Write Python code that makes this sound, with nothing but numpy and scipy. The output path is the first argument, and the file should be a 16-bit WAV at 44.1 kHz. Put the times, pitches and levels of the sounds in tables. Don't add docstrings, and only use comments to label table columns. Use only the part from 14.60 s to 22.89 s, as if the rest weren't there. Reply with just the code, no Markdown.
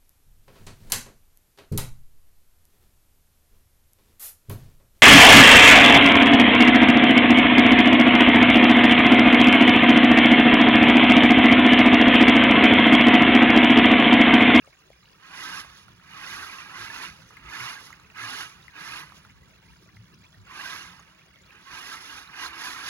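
import sys
import numpy as np
from scipy import signal
from scipy.fft import rfft, irfft, next_fast_len
from scipy.io import wavfile

SR = 44100
rng = np.random.default_rng(int(sys.argv[2]) if len(sys.argv) > 2 else 0)


def file_out(sig):
    cols = np.atleast_2d(sig).T
    lim = np.clip(cols, -1, 1)
    pcm = np.round(lim * 32767).astype(np.int16)
    wavfile.write(sys.argv[1], SR, pcm)


N = 365588
FFT_SIZE = next_fast_len(N)
HZ, T = np.fft.rfftfreq(FFT_SIZE, 1 / SR), np.arange(N) / SR


def amp(db):
    return 10 ** (np.asarray(db) / 20)


def unit_rms(x):
    return x / np.sqrt(np.mean(x ** 2) + 1e-20)


def over_hz(points):
    f, value = np.transpose(points)
    return np.interp(np.log(HZ + 1), np.log(f + 1), value)


def colour(x, db):
    return irfft(rfft(x, FFT_SIZE) * amp(db), FFT_SIZE)[..., :N]


def waver(rate_hz):
    return unit_rms(colour(rng.standard_normal(N), -20 * np.log10(1 + (HZ / rate_hz) ** 2)))


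def linger(power, fade_s):
    keep = np.exp(-1 / (fade_s * SR))
    return signal.lfilter([1 - keep], [1, -keep], power)


def bubbles(per_s, spread_db, cycles, lo_hz, hi_hz, clump_db, sizes):
    strength = amp(spread_db * np.minimum(rng.exponential(1, (2, N)), 4))
    births = strength * (rng.random((2, N)) < per_s / SR)
    size = rng.integers(0, sizes, (2, N))
    clump_times = np.arange(0, T[-1] + .1, .05)
    out = np.zeros((2, N))
    for k, hz in enumerate(np.geomspace(lo_hz, hi_hz, sizes)):
        clumps = amp(clump_db * np.interp(T, clump_times, rng.standard_normal(len(clump_times))))
        age = np.arange(int(3 * cycles * SR / hz) + 8) * hz / SR / cycles
        envelope = hz * (1 - np.exp(-6 * age)) * np.exp(-2 * age)
        ring = envelope * np.sin(2 * np.pi * cycles * age * (1 + 0.018 * age))
        out += signal.oaconvolve(clumps * births * (size == k), ring[None], axes=1)[:, :N]
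    return unit_rms(out)


# f/Hz, gain/dB
FLOW_TONE = [(150, -4.5), (400, 1), (700, -4), (2000, -10), (2800, -6.5), (3200, -4), (6000, -15.5),
             (7500, -12.5), (11000, -31.5), (15800, 4.5)]
def trickle():
    small = bubbles(1300, 3.9, 12, 300, 10000, clump_db=3, sizes=20)
    babble = amp(-0.5) * bubbles(350, 2.8, 17, 900, 2800, clump_db=3.5, sizes=14)
    ticks = amp(-11) * bubbles(70, 2.5, 14, 3500, 6800, clump_db=2, sizes=8)
    wash = .13 * rng.standard_normal((2, N))
    flow = unit_rms(colour(.8 * small + wash, over_hz(FLOW_TONE)))
    return amp(-63 + 2.4 * waver(40)) * (flow + babble + ticks)


# t/s, level/dB
BREEZE_LEVEL = [(0.0, -65.5), (0.6, -63.5), (1.3, -59.5), (1.87, -58.5), (6.2, -58.5), (6.6, -63),
                (8.29, -62)]
# f/Hz, gain/dB
RUMBLE_TONE = [(20, -62), (45, -1), (70, -1.5), (120, -1), (185, 0.5), (230, -10), (400, -18), (700, -50)]
# t/s, level/dB, f/Hz
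PUFFS = [(0.35, -58, 59.6), (0.94, -51, 180), (1.829, -53, 84.74), (2.221, -50, 111.5), (2.87, -47, 56.6),
         (3.03, -45, 122), (3.65, -47, 112), (4.442, -52.5, 151), (4.77, -54, 59.3), (5.119, -52.5, 62),
         (5.401, -45, 108), (5.807, -47, 102), (6.30, -52, 175), (7.898, -54.5, 70.74)]
def breeze():
    puff_s, side_radians = 0.034, 0.5
    shared, left, right = rng.standard_normal((3, N))
    rumble = np.array([colour(shared + 0.5 * own, over_hz(RUMBLE_TONE)) for own in (left, right)])
    level_db = np.interp(T, *np.transpose(BREEZE_LEVEL))
    out = amp(level_db + 1.9 * waver(9.8)) * unit_rms(rumble)
    for (s, db, hz), (drift, lead, turn) in zip(PUFFS, rng.standard_normal((len(PUFFS), 3))):
        t = T - s
        phase = 2 * np.pi * (hz * t * (1 + 0.7 * (1 + drift) * t) + turn)
        side_shift = side_radians * lead * np.array([[1], [-1]])
        out += amp(db) * np.exp(-(t / puff_s) ** 2) * np.sin(phase + side_shift)
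    return out


# t/s, level/dB, f/Hz, left minus right/dB
DROP_HITS = [(0.075, -44, 585, 5), (0.303, -43.5, 570, 6), (0.331, -48, 2190, 4), (0.455, -49, 2860, -0.5),
             (0.457, -52, 3890, -3), (1.047, -40.5, 1100, -9), (1.282, -47.5, 1360, -16),
             (1.397, -46.5, 1384, 3), (2.62, -43, 1500, -2.5), (2.689, -50, 6140, 7.5),
             (2.707, -44.5, 1218, -9), (2.769, -39.5, 2060, 12), (3.211, -41.5, 1080, -9),
             (3.268, -44, 2000, -2), (3.304, -40, 1210, -9), (3.326, -48.5, 6800, -4.5),
             (3.328, -35.5, 2020, -8), (3.397, -47.5, 1300, -6), (3.447, -48, 2600, -3),
             (4.027, -48, 3720, -4), (4.081, -39.5, 2000, 15.5), (4.499, -43, 1600, -5),
             (4.521, -40.5, 1180, -8), (4.649, -43, 1390, -1.5), (4.697, -48.5, 2130, 7),
             (5.109, -54.5, 2780, -1), (5.169, -53, 4870, -5), (5.368, -44, 2030, 3),
             (5.541, -51, 5220, -3), (5.644, -47.5, 2330, 2), (6.297, -44, 3550, -8),
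             (6.336, -45.5, 960, -7.5), (6.394, -42, 1131, -1), (6.397, -46, 6500, -3),
             (6.617, -49, 2490, -2), (6.835, -55, 3730, -2), (6.862, -52, 4200, -2),
             (6.906, -43.5, 2530, 0), (7.675, -43, 3870, -8), (7.861, -29.5, 1400, -5)]
def drops():
    click_s, ring_s = 0.0069, 0.015
    out, t = np.zeros((2, N + 4000)), np.arange(1200) / SR
    envelope = (1 - np.exp(-t / 0.00033)) * amp(-60 * t / ring_s)
    for (s, db, hz, pan_db), luck in zip(DROP_HITS, rng.standard_normal((len(DROP_HITS), 4, 3))):
        cluster = [(0.00045, 0, 0.99)]
        for delay, loudness, pitch in luck:
            cluster.append((0.01 * abs(delay + 0.6), -13 + 1.8 * loudness, np.exp(0.3 * (pitch - .5))))
        click = 0.18 * rng.standard_normal(len(t)) * amp(-60 * t / click_s)
        plop = np.pad(click, (0, 2800))
        for late_s, gain_db, ratio in cluster:
            ring = envelope * np.sin(2 * np.pi * hz * ratio * t * (0.992 + 6 * t))
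            plop[min(round(late_s * SR), 2800):][:len(t)] += amp(gain_db) * ring / abs(ring).max()
        out[:, round(s * SR):][:, :len(plop)] += amp([[db + pan_db / 2], [db - pan_db / 2]]) * plop
    return out[:, :N]


# t/s, speed-up/s, hold/s, slow-down/s, relative churn level/dB,
# spray above churn/dB, stirred water above churn/dB
WHEELSPINS = [(0.58, 0.27, 0.15, 0.045, -38.5, -5.5, -10), (1.396, 0.27, 0.082, 0.75, -40.5, -6.5, -2),
              (1.928, 0.079, 0.018, 0.051, -46, -29, -20), (2.042, 0.17, 0.014, 0.2, -38, -8.5, -21.5),
              (2.201, 0.16, 0.1, 0.095, -38.5, -8.5, -21), (2.688, 0.028, 0.07, 0.14, -54, -24, -20),
              (2.807, .15, 0.14, 0.15, -37.5, -7.5, -8.5), (3.532, 0.061, 0.23, 0.08, -37, -6.5, -12.5),
              (4.115, 0.072, 0.18, 0.1, -42, -6, -15), (4.192, 0.11, 0.11, 0.077, -41, -12.5, -11),
              (5.84, 0.15, 0.17, 0.22, -40, -6.5, -8), (6.813, 0.13, 0.12, 0.066, -55.5, -31, -39),
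              (7.042, 0.078, 0.072, 0.13, -41.5, -8.5, -6), (7.156, .14, 0.046, 0.078, -42.5, -4, 0.5),
              (7.319, 0.22, 0.055, 0.1, -43.5, -5, -6), (7.673, 0.14, 0.051, 0.042, -38, -6, 0),
              (7.873, 0.17, 0.032, 0.23, -39, -2.5, 0.5), (8.113, .15, 0.057, .10, -39.5, -1.5, -1)]
# t/s, half-width/s, relative level/dB
LATE_SHOWERS = [(1.18, 0.044, -58.5), (2.70, 0.024, -64), (3.25, 0.045, -54), (4.57, 0.022, -59),
                (6.30, 0.014, -69), (7.22, 0.11, -52), (7.45, 0.052, -51.5)]
def wheels():
    ends_db, grip_s, settle_s, runoff_s = -20.5, 0.019, 0.098, 0.076
    churned, stirred, thrown = np.zeros((3, N))
    for s, up, hold, down, db, spray_db, stirred_db in WHEELSPINS:
        rise_left = np.clip(1 - (T - s) / up, 0, None) ** 1.48
        fall = np.clip((T - s - up - hold) / down, 0, None)
        grip = np.clip((T - s) / grip_s, 0, 1)
        power = (grip * amp(np.maximum(db + ends_db * (rise_left + fall), -150))) ** 2
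        wetness = np.clip((T - s) / (up + 0.55 * hold), 0, 1)
        churned += power
        stirred += power * amp(stirred_db) ** 2
        thrown += power * amp(spray_db + 9.5 * (wetness - 1)) ** 2
    current = amp(-71.5) ** 2
    churned += linger(stirred, settle_s) + current
    runoff = amp(-12) ** 2 * linger(thrown, runoff_s)
    dribble = amp(-70.5 + 1.8 * waver(35)) ** 2
    showers = sum(amp(db) ** 2 * np.exp(-((T - s) / width) ** 2) for s, width, db in LATE_SHOWERS)
    thrown += runoff + showers + dribble
    return 10 * np.log10(churned), 10 * np.log10(thrown)


# f/Hz, width/Hz, boost/dB
SHELL_NOTES = [(1100, 80, 3), (1265, 70, 4.5), (1620, 90, 5.5), (2030, 90, 3.5), (2455, 60, 6),
               (2830, 200, 4), (5240, 120, 6)]
def shell_db():
    return sum(db / (1 + (2 * (HZ - hz) / width) ** 2) for hz, width, db in SHELL_NOTES)


# f/Hz, gain/dB
CHURN_TONE = [(60, -32), (150, -10), (330, -10), (550, -20.5), (900, -2.5), (1500, -0.5), (2900, -3.5),
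              (3300, -18.5), (4500, 8.5), (7000, -69)]
def churn(level_db):
    body_hz, body_width_hz = 1604, 86
    gurgle = bubbles(3600, 2.7, 26, 250, 3600, clump_db=1.8, sizes=44)
    froth = colour(gurgle + 0.31 * rng.standard_normal((2, N)), over_hz(CHURN_TONE) + shell_db())
    mids = colour(froth, np.where((HZ > 800) & (HZ < 3200), 0, -200))
    froth /= np.std(mids)
    body = colour(froth, -20 * np.log10(1 + (2 * (HZ - body_hz) / body_width_hz) ** 2))
    body_gain = amp(-5 + 0.8 * (level_db + 30))
    return amp(2 + level_db) * (froth + body_gain * body)


# f/Hz, gain/dB
SPRAY_TONE = [(1500, -40), (3300, 1.5), (4800, -0.5), (6000, 0), (7000, -8.5), (8500, -34), (16000, -79)]
# f/Hz, gain/dB
MIST_TONE = [(5000, 5.5), (7500, -1), (10000, 6.5), (14000, -3.5), (15800, -12)]
def spray(level_db):
    tiny = bubbles(6000, 2.2, 20, 2800, 15500, clump_db=2.5, sizes=24)
    fizz = (0.41 * tiny + .5 * rng.standard_normal((2, N))) * amp(1.1 * waver(25))
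    thrown = amp(level_db)
    hanging = np.sqrt(linger(thrown ** 2, fade_s=0.0041))
    mist = colour(hanging * fizz, over_hz(MIST_TONE) - 1)
    return colour(thrown * fizz, over_hz(SPRAY_TONE) + shell_db() + 13) + mist


def slosh(level_db):
    gurgles = bubbles(260, 3.2, 17, 1000, 2900, clump_db=3.5, sizes=12)
    return amp(0.5 * (level_db + 46.5) - 58) * gurgles


# middle t/s, f/Hz, slide/(Hz per s), relative level/dB
SLIDING_NOTES = [(0.74, 1120, 3500, -51), (0.845, 1283, 100, -39.5), (0.88, 1584, 500, -35),
                 (0.95, 1497, -7000, -40), (3.645, 1660, -1000, -35), (3.73, 1446, 100, -36),
                 (5.92, 1030, -1000, -43), (5.985, 1550, 100, -40.5), (6.13, 1990, 100, -40),
                 (7.085, 1092, 500, -43), (7.165, 1593, 100, -38.5), (7.34, 1320, 100, -40),
                 (7.83, 1940, -2000, -36), (8.075, 1630, -6000, -35)]
def sliding_notes():
    swell_s, wobble_db = 0.021, 2
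    out = np.zeros(N)
    for (s, hz, slide, db), turn in zip(SLIDING_NOTES, rng.random(len(SLIDING_NOTES))):
        near = slice(round((s - .1) * SR), round((s + .1) * SR))
        t = T[near] - s
        phase = 2 * np.pi * (hz * t + slide * t ** 2 / 2 + turn)
        out[near] += amp(db) * np.exp(-(t / swell_s) ** 2) * np.sin(phase)
    return np.array([out * amp(wobble_db * waver(60)), np.zeros(N)])


def microphones(swarms, likeness, pan_db, lead):
    right, other = rfft(swarms, FFT_SIZE)
    alike = np.clip(over_hz(likeness), 0, 1)
    shifted = np.exp(1j * over_hz(lead)) * right
    left = amp(over_hz(pan_db)) * (alike * shifted + np.sqrt(1 - alike ** 2) * other)
    return irfft(np.array([left, right]), FFT_SIZE)[:, :N]


# f/Hz, likeness/(0 to 1)
TRUCK_ALIKE = [(100, .95), (400, .95), (580, .4), (800, .93), (2000, .87), (4000, .7), (5200, .85),
               (6500, .3), (8300, .95), (15800, .94)]
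CREEK_ALIKE = [(100, .95), (500, .4), (1200, .7), (3000, .5), (6000, .35), (8300, .97), (15800, .97)]
# f/Hz, left minus right/dB
TRUCK_BALANCE = [(260, .5), (400, -2), (600, -7), (1140, -4), (1650, -6), (3400, -5.5), (5200, -11),
                 (6200, -8), (7100, -1), (8000, 0)]
CREEK_BALANCE = [(400, 0), (2500, -.5), (3500, -2), (5500, -4), (7000, 0)]
# f/Hz, phase/radians
TRUCK_PHASE = [(300, 0), (700, 1.2), (1700, .8), (2800, 2.7), (4500, 1.8), (5600, 3), (6700, 1),
               (7000, -2.8), (9300, -3.2), (10300, -6.2), (11700, -6.3), (12700, -9.3), (14300, -9.5),
               (14900, -12.5)]
CREEK_PHASE = [(300, 0), (1000, 1.8), (2200, -1), (3300, -3.5), (4500, -4.8), (6300, -6.3), (8000, -9.3),
               (9200, -9.5), (10300, -12.5), (11700, -12.6), (12700, -15.6), (14200, -15.8), (15100, -18.8)]
def scene():
    churn_db, spray_db = wheels()
    splashing = churn(churn_db) + spray(spray_db) + slosh(churn_db) + sliding_notes()
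    truck = microphones(splashing, TRUCK_ALIKE, TRUCK_BALANCE, TRUCK_PHASE)
    creek = microphones(trickle(), CREEK_ALIKE, CREEK_BALANCE, CREEK_PHASE)
    return truck + creek + drops() + breeze()


def record(dry):
    lowpass = signal.firwin(2047, cutoff=15880, window=("kaiser", 11), fs=SR)
    return signal.oaconvolve(dry, lowpass[None], "same")


dry = scene()
out = record(dry)
file_out(out)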